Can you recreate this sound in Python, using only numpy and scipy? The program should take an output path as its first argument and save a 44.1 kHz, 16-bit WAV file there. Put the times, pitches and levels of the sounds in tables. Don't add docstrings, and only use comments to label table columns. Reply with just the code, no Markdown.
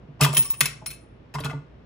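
import sys
import numpy as np
from scipy import signal
from scipy.fft import rfft, irfft, next_fast_len
from scipy.io import wavfile
from scipy.ndimage import uniform_filter1d, map_coordinates

SR = 44100
rng = np.random.default_rng(int(sys.argv[2]) if len(sys.argv) > 2 else 0)


def generate_wav(signal):
    frames = np.transpose(np.atleast_2d(signal))
    scaled = np.clip(frames, -1, 1) * 32767
    pcm = np.round(scaled).astype(np.int16)
    wavfile.write(sys.argv[1], SR, pcm)


def gain_from_decibels(decibels):
    exponent = np.asarray(decibels, float) / 20
    return 10 ** exponent


N = 81585


def along(points, hz):
    f, v = np.transpose(points)
    return np.interp(np.log(hz + 1), np.log(f + 1), v)


def filtered(x, response):
    n = x.shape[-1]
    m = next_fast_len(n + 8192)
    return irfft(rfft(x, m) * response(np.fft.rfftfreq(m, 1 / SR)), m)[..., :n]


def causal(gain_db):
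    cepstrum = irfft(gain_db * np.log(10) / 20)
    half = len(cepstrum) // 2
    folded = np.concatenate([cepstrum[:1], 2 * cepstrum[1:half], np.zeros(len(cepstrum) - half)])
    return np.exp(rfft(folded))


def pair(x, alike):
    def mix(hz):
        turn = np.arccos(np.clip(along(alike, hz), -1, 1)) / 2
        return np.array([np.cos(turn), np.sin(turn)])
    mid, side = filtered(x, mix)
    return np.array([mid + side, mid - side])


def add(out, x, s):
    i = round(s * SR)
    out[..., i:i + x.shape[-1]] += x[..., :out.shape[-1] - i]


def wobble(rate_hz, size):
    return map_coordinates(rng.standard_normal(100), [np.arange(size) * rate_hz / SR])


# (frequency [Hz], level [dB per Hz])
AIR = [(25, -53), (45, -4.5), (90, -10), (150, -10.5), (555, -20.5), (800, -26), (3010, -38.5),
       (15000, -79)]
# (frequency [Hz], likeness [-1 to 1])
AIR_ALIKE = [(60, 0.8), (200, 0.89), (700, 0.06), (2500, 0.09), (7000, 0.2), (9000, 0.92)]
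# (frequency [Hz], level [dB])
HUMS = [(56, -48.5), (118, -51.5)]


def air():
    air_db, sway_db = -49, 2.5
    hiss = filtered(pair(rng.standard_normal((2, N)), AIR_ALIKE), lambda hz: gain_from_decibels(along(AIR, hz)))
    hum = np.zeros(N)
    for hz, db in HUMS:
        level = gain_from_decibels(db + sway_db * wobble(19, N))
        cycles = hz * np.arange(N) / SR + 0.33 * wobble(3.5, N)
        hum += level * np.sin(2 * np.pi * cycles)
    return gain_from_decibels(air_db) * hiss / np.sqrt(np.mean(hiss ** 2)) + hum


# (time [s], level [dB], rise [s], swing time [s])
JOLTS = [(0.086, -35, 0.0036, 0.036), (0.212, -7.5, 0.011, 0.05), (0.285, -17, 0.0066, 0.052),
         (0.374, -18, 0.011, 0.027), (0.456, -42.5, 0.012, .05), (.612, -22, 0.0085, 0.039),
         (.665, -35.5, 0.0017, 0.073), (0.817, -38.5, 0.0031, 0.02), (0.874, -37, 0.016, 0.041),
         (1.347, -22.5, 0.011, 0.06), (1.399, -18.5, 0.045, 0.041), (1.444, -19, 0.0062, 0.037),
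         (1.479, -23.5, 0.031, 0.034), (1.531, -20.5, 0.019, 0.052), (1.598, -41, 0.0084, 0.075)]
# (frequency [Hz], level [dB], time to fall 60 dB [s])
TABLE_MODES = [(91, -7, 0.069), (243.7, -17.5, 0.26), (419, -21, 0.29), (611, -13, 0.053)]


def table():
    boom_hz, stop_power = 142.9, 1.56
    out, t = np.zeros(N), np.arange(SR // 3) / SR
    for s, db, rise_s, swing_s in JOLTS:
        swell = (1 - np.exp(-t / rise_s)) * np.exp(-(t / swing_s) ** stop_power)
        boom = swell * np.sin(2 * np.pi * boom_hz * t)
        knock = np.zeros(len(t))
        for hz, level, t60 in TABLE_MODES:
            fade = gain_from_decibels(level + rng.normal(0, 1) - 60 * t / t60)
            knock += fade * np.sin(2 * np.pi * hz * rng.normal(1, 0.076) * t)
        add(out, gain_from_decibels(db) * (boom + knock * np.minimum(t / 0.0063, 1)), s)
    return out


# (frequency [Hz], time to fall 60 dB [s])
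ROOM = [(150, 0.22), (1000, .4), (3000, 0.33), (8000, 0.32), (15000, 0.12)]
# (frequency [Hz], likeness [-1 to 1])
ROOM_ALIKE = [(150, 0.83), (800, 0.19), (3000, 0.41), (5400, .1), (7800, .995), (8300, 1)]


def room(x):
    room_db, early_db, early_t60_s = -1.5, 10, 0.026
    hz, t, z = signal.stft(rng.standard_normal((2, SR // 3)), SR, nperseg=256)
    late = gain_from_decibels(-60 * t / along(ROOM, hz)[:, None])
    early = gain_from_decibels(early_db - 60 * t / early_t60_s)
    tail = pair(signal.istft(z * (late + early), SR, nperseg=256)[1], ROOM_ALIKE)
    wet = signal.fftconvolve(x[None], tail / np.linalg.norm(tail[0]), axes=1)
    size = wet.shape[1]
    delayed = np.pad(wet, ((0, 0), (40, 0)))[:, :size]
    return np.pad(x, (0, size - len(x))) + gain_from_decibels(room_db) * delayed


def clank(length_s, bright_db, struck_hz, modes, dense, blow_db):
    chatter_t60_s, blow_t60_s, grain_db, mode_scatter_db = 0.015, 0.00017, 4, 2.5
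    struck_ring_db, struck_q = 4.5, 13
    struck_db, struck_octaves = 4.5, 0.83
    t = np.arange(8192) / SR
    grains = rng.standard_normal(len(t))
    uneven = gain_from_decibels(grain_db * np.repeat(rng.standard_normal(len(t) // 16), 16))
    chatter = grains * uneven * gain_from_decibels(-60 * np.maximum(t - abs(length_s), 0) / chatter_t60_s)
    drive = chatter + gain_from_decibels(blow_db - 60 * t / blow_t60_s)

    f = np.fft.rfftfreq(2 * len(t), 1 / SR)

    def resonance(hz, width):
        return 1j * f * width / (hz * hz - f * f + 1j * f * width)

    ring = 0
    for k, (hz, width, db) in enumerate(modes):
        ring = ring + (-1) ** k * gain_from_decibels(db + rng.normal(0, mode_scatter_db)) * resonance(hz, width)
    struck = 1 + gain_from_decibels(struck_ring_db) * resonance(struck_hz, struck_hz / struck_q)
    tilt_db = bright_db * np.log2(np.maximum(f, 600) / 3000)
    lift_db = struck_db * np.exp(-(np.log2((f + 1) / struck_hz) / struck_octaves) ** 2)
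    body = (ring + causal(along(dense, f))) * struck * causal(tilt_db + lift_db)
    x = irfft(rfft(drive, 2 * len(t)) * body)[:len(t)]
    return x / np.sqrt(np.max(uniform_filter1d(x ** 2, size=128)))


def clanks(contacts, modes, dense, blow_db):
    out = np.zeros((2, N))
    for s, db, *how in contacts:
        add(out, room(gain_from_decibels(db) * clank(*how, modes, dense, blow_db)), s)
    return out


# (time [s], peak level [dB], chatter length [s], brightness [dB per octave],
# pitch of the part struck [Hz])
LEVER = [(.194, -49, 0.01, -8.5, 4740), (.2015, -36, 0.0023, -10, 1110), (.2068, -25, 0.0021, -6, 1050),
         (.2098, -17.5, 0.0015, 1.5, 4370), (.2125, -16.5, 0.0014, 1.5, 1176),
         (.2165, -23.5, 0.0065, -1, 2780), (.2215, -20, 0.0038, 1.5, 635), (.2255, -22, 0.0038, -0.5, 2680),
         (.2305, -26, 0.0026, 4, 4420), (.2345, -17.5, .005, 2, 2450), (.2425, -20.5, 0.0051, -3, 1434),
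         (.2465, -17, 0.0016, 5, 3100), (.2505, -19.5, 0.0016, 0.5, 1164), (.2565, -35, 0.0034, -3, 3080),
         (.2635, -22.5, 0.0018, -10.5, 1090), (.273, -41.5, 0.0022, -9.5, 1150),
         (.816, -49, 0.0093, -20, 850), (.823, -53, 0.0025, -18.5, 910), (1.34, -38.5, 0.0046, -1.5, 1105),
         (1.345, -40, 0.0039, -1.5, 4850), (1.351, -28.5, 0.0017, -3, 1050), (1.354, -37, .002, -5, 2130),
         (1.385, -31.5, 0.0017, -7, 925), (1.39, -39, 0.00426, -2.5, 2000), (1.402, -37.5, .002, 4, 11000),
         (1.405, -40, 0.0034, -3.5, 3700), (1.437, -34.5, 0.0035, -6, 2480), (1.445, -32, .004, 0.5, 1800),
         (1.451, -33.5, .004, -2.5, 4040), (1.459, -30, 0.0052, -4, 1424),
         (1.497, -34.5, 0.005, -5.5, 1490), (1.504, -41, 0.0038, -6.5, 2090),
         (1.511, -37.5, 0.0025, -5, 747), (1.531, -42.5, 0.002, -7.5, 883),
         (1.541, -54.5, .004, -15.5, 1377)]
# (frequency [Hz], width [Hz], level [dB])
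FIGURE = [(427, 45, 4.5), (635, 12, 4.5), (1050, 160, 5), (1205, 64, 10), (1440, 22, 6), (2050, 58, 9),
          (2605, 56, 3.5), (3193, 260, 8), (3960, 10, -5), (4605, 70, 4.5), (5370, 45, -8),
          (8040, 660, 7.5), (9200, 190, -10), (14500, 270, -11.5)]
# (frequency [Hz], level [dB])
DENSE_FIGURE = [(200, -30.5), (500, -3), (1500, -1), (5000, -1.5), (11000, -3.5), (15500, -4.5)]


def lever():
    return clanks(LEVER, FIGURE, DENSE_FIGURE, blow_db=15.5)


# (time [s], peak level [dB], frequency [Hz], time to fall 60 dB [s])
RODS = [(.211, -25.5, 635, 0.25), (.211, -27.5, 414, 0.11), (0.214, -18, 2605, 0.088),
        (.234, -26, 2605, 0.047), (0.248, -18, 1205, 0.043), (.368, -25.5, 2605, 0.049),
        (.455, -37.5, 5444, 0.11), (0.658, -28.5, 2600, 0.081), (.821, -44.5, 866, 0.056),
        (0.863, -39, 2583, 0.18), (0.86, -47, 4180, .25), (0.908, -45, 2610, 0.18),
        (1.351, -28.5, 975, 0.037), (1.384, -36, 940, .04), (1.459, -35, 1429, 0.23),
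        (1.503, -40.5, 2030, 0.066), (1.531, -34, 910, .05)]


def rods():
    rise_s, flutter_db = 0.0017, 2
    out, t = np.zeros((2, N)), np.arange(SR // 4) / SR
    for s, db, hz, t60 in RODS:
        level = gain_from_decibels(db + flutter_db * wobble(88, len(t)) - 60 * t / t60)
        ring = level * np.sin(2 * np.pi * hz * t)
        add(out, room(ring * np.minimum(t / rise_s, 1)), s)
    return out


# (time [s], peak level [dB], chatter length [s], brightness [dB per octave],
# pitch of the part struck [Hz])
COIN = [(.3297, -29.5, 0.004, -3.5, 8000), (.336, -30, 0.0027, -5, 635), (.348, -28, 0.0048, 0, 2950),
        (.361, -32.5, 0.0099, -8, 2770), (.3681, -17.5, 0.00067, -2, 2680), (.37, -14.5, 0.01, -2, 10100),
        (.385, -30, .003, -0.5, 7600), (.393, -32, .004, -7, 2620), (.428, -31.5, 0.0017, 2.5, 5500),
        (.447, -34.5, 0.013, 0, 1140), (.454, -40, 0.013, 2.5, 2700), (.5023, -31, 0.011, 1, 1100),
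        (.506, -33.5, 0.01, .5, 14100), (.5372, -41.5, 0.012, -4, 2690), (.6071, -10, 0.00082, 0, 10200),
        (.6105, -9.5, 0.0024, -2, 2010), (.657, -18, 0.00087, 0.5, 1980), (.66, -23, 0.0023, -1.5, 2470),
        (.861, -31, 0.00081, -2, 5330), (.863, -29.5, 0.0022, -2, 2210), (.866, -34, .002, 4, 2600),
        (.905, -37, 0.011, 0, 2420), (.928, -48, 0.0097, 0, 2640), (.945, -50, 0.0029, 0, 2670)]
# (frequency [Hz], width [Hz], level [dB])
BOX = [(1155, 120, -3.5), (1335, 170, -1.5), (1896, 37, -8.5), (2030, 150, -1), (2557, 12, 3.5),
       (3080, 94, 6.5), (4050, 15, 5.5), (5527, 85, 6.5), (7160, 200, -10), (8000, 45, -1),
       (9670, 83, -28.5), (10120, 64, -2.5), (12870, 600, 3.5), (14970, 300, 7.5)]
# (frequency [Hz], level [dB])
DENSE_BOX = [(200, -17), (800, -7), (2000, -2), (6000, -1), (10500, 7), (12200, -11.5), (15500, -15.5)]
# (time [s], level [dB], lift of the highest modes [dB], decay time factor)
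RINGS = [(0.337, -36.5, 13, 0.72), (.369, -30, 7, 1), (.387, -23.5, 13, 0.52), (0.446, -34, 3, 0.34),
         (.475, -49, 14.5, 0.94), (.502, -42, 20.5, .4), (.54, -52, -2.5, .9), (.568, -47, 0.5, 1),
         (0.61, -40.5, 2, 0.86), (0.862, -34, -3, 1), (0.906, -44, -18, 0.65)]
# (frequency [Hz], level [dB], time to fall 60 dB [s])
COIN_MODES = [(5440, -14, .08), (9128, -5, .25), (9356, -5, .35), (9394, 0, .4), (13580, -20, .12),
              (15690, 0, .3), (15770, -6, .3)]


def coin():
    tumble_db, tumble_hz, stop_t60_s = 3.5, 70, 0.06
    out, t = np.zeros((2, N)), np.arange(SR // 3) / SR
    next_bounces = [row[0] for row in RINGS[1:]] + [9]
    for (s, db, top_db, slow), next_s in zip(RINGS, next_bounces):
        ring = np.zeros(len(t))
        for hz, level, t60 in COIN_MODES:
            tumble = tumble_db * wobble(tumble_hz, len(t))
            fade = gain_from_decibels(level + top_db * (hz > 15000) + tumble - 60 * t / t60 / slow)
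            ring += fade * np.sin(2 * np.pi * (hz * t + rng.random()))
        stopped = gain_from_decibels(db - 60 * np.maximum(t - (next_s - s), 0) / stop_t60_s)
        add(out, room(stopped * ring * np.minimum(t / 0.0015, 1)), s)
    return out + clanks(COIN, BOX, DENSE_BOX, blow_db=22)


def scene():
    return lever() + coin() + table() + air() + rods()


def roll_off(x):
    return signal.sosfilt(signal.butter(12, 16990, fs=SR, output="sos"), x)


# (frequency [Hz], phase [radians])
LEAD = [(300, 0), (700, .7), (1900, -.4), (3000, 1.2), (5600, .9), (8450, -3.14), (12150, -9.42),
        (15800, -15.7)]
# (frequency [Hz], level [dB])
LOUDER = [(60, 0.2), (500, -3.5), (1000, 1.2), (3000, 3), (4900, 3.5), (5400, 16), (6000, 2.5), (8200, 0)]


def record(dry):
    top_hz, low_cut_hz, ceiling = 15900, 45, 0.9

    def ports(hz):
        lead = np.interp(hz, *np.transpose(LEAD))
        left = gain_from_decibels(along(LOUDER, hz) / 2) * np.exp(0.5j * lead)
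        treble_cut = gain_from_decibels(-np.maximum(hz - top_hz, 0) / 50)
        bass_cut = (1j * hz / (low_cut_hz + 1j * hz)) ** 2
        return np.array([left, 1 / left]) * treble_cut * bass_cut

    x = filtered(dry, ports)
    x = x / (1 + (x / ceiling) ** 6) ** (1 / 6)
    return roll_off(x)


dry = scene()
out = record(dry)
generate_wav(out)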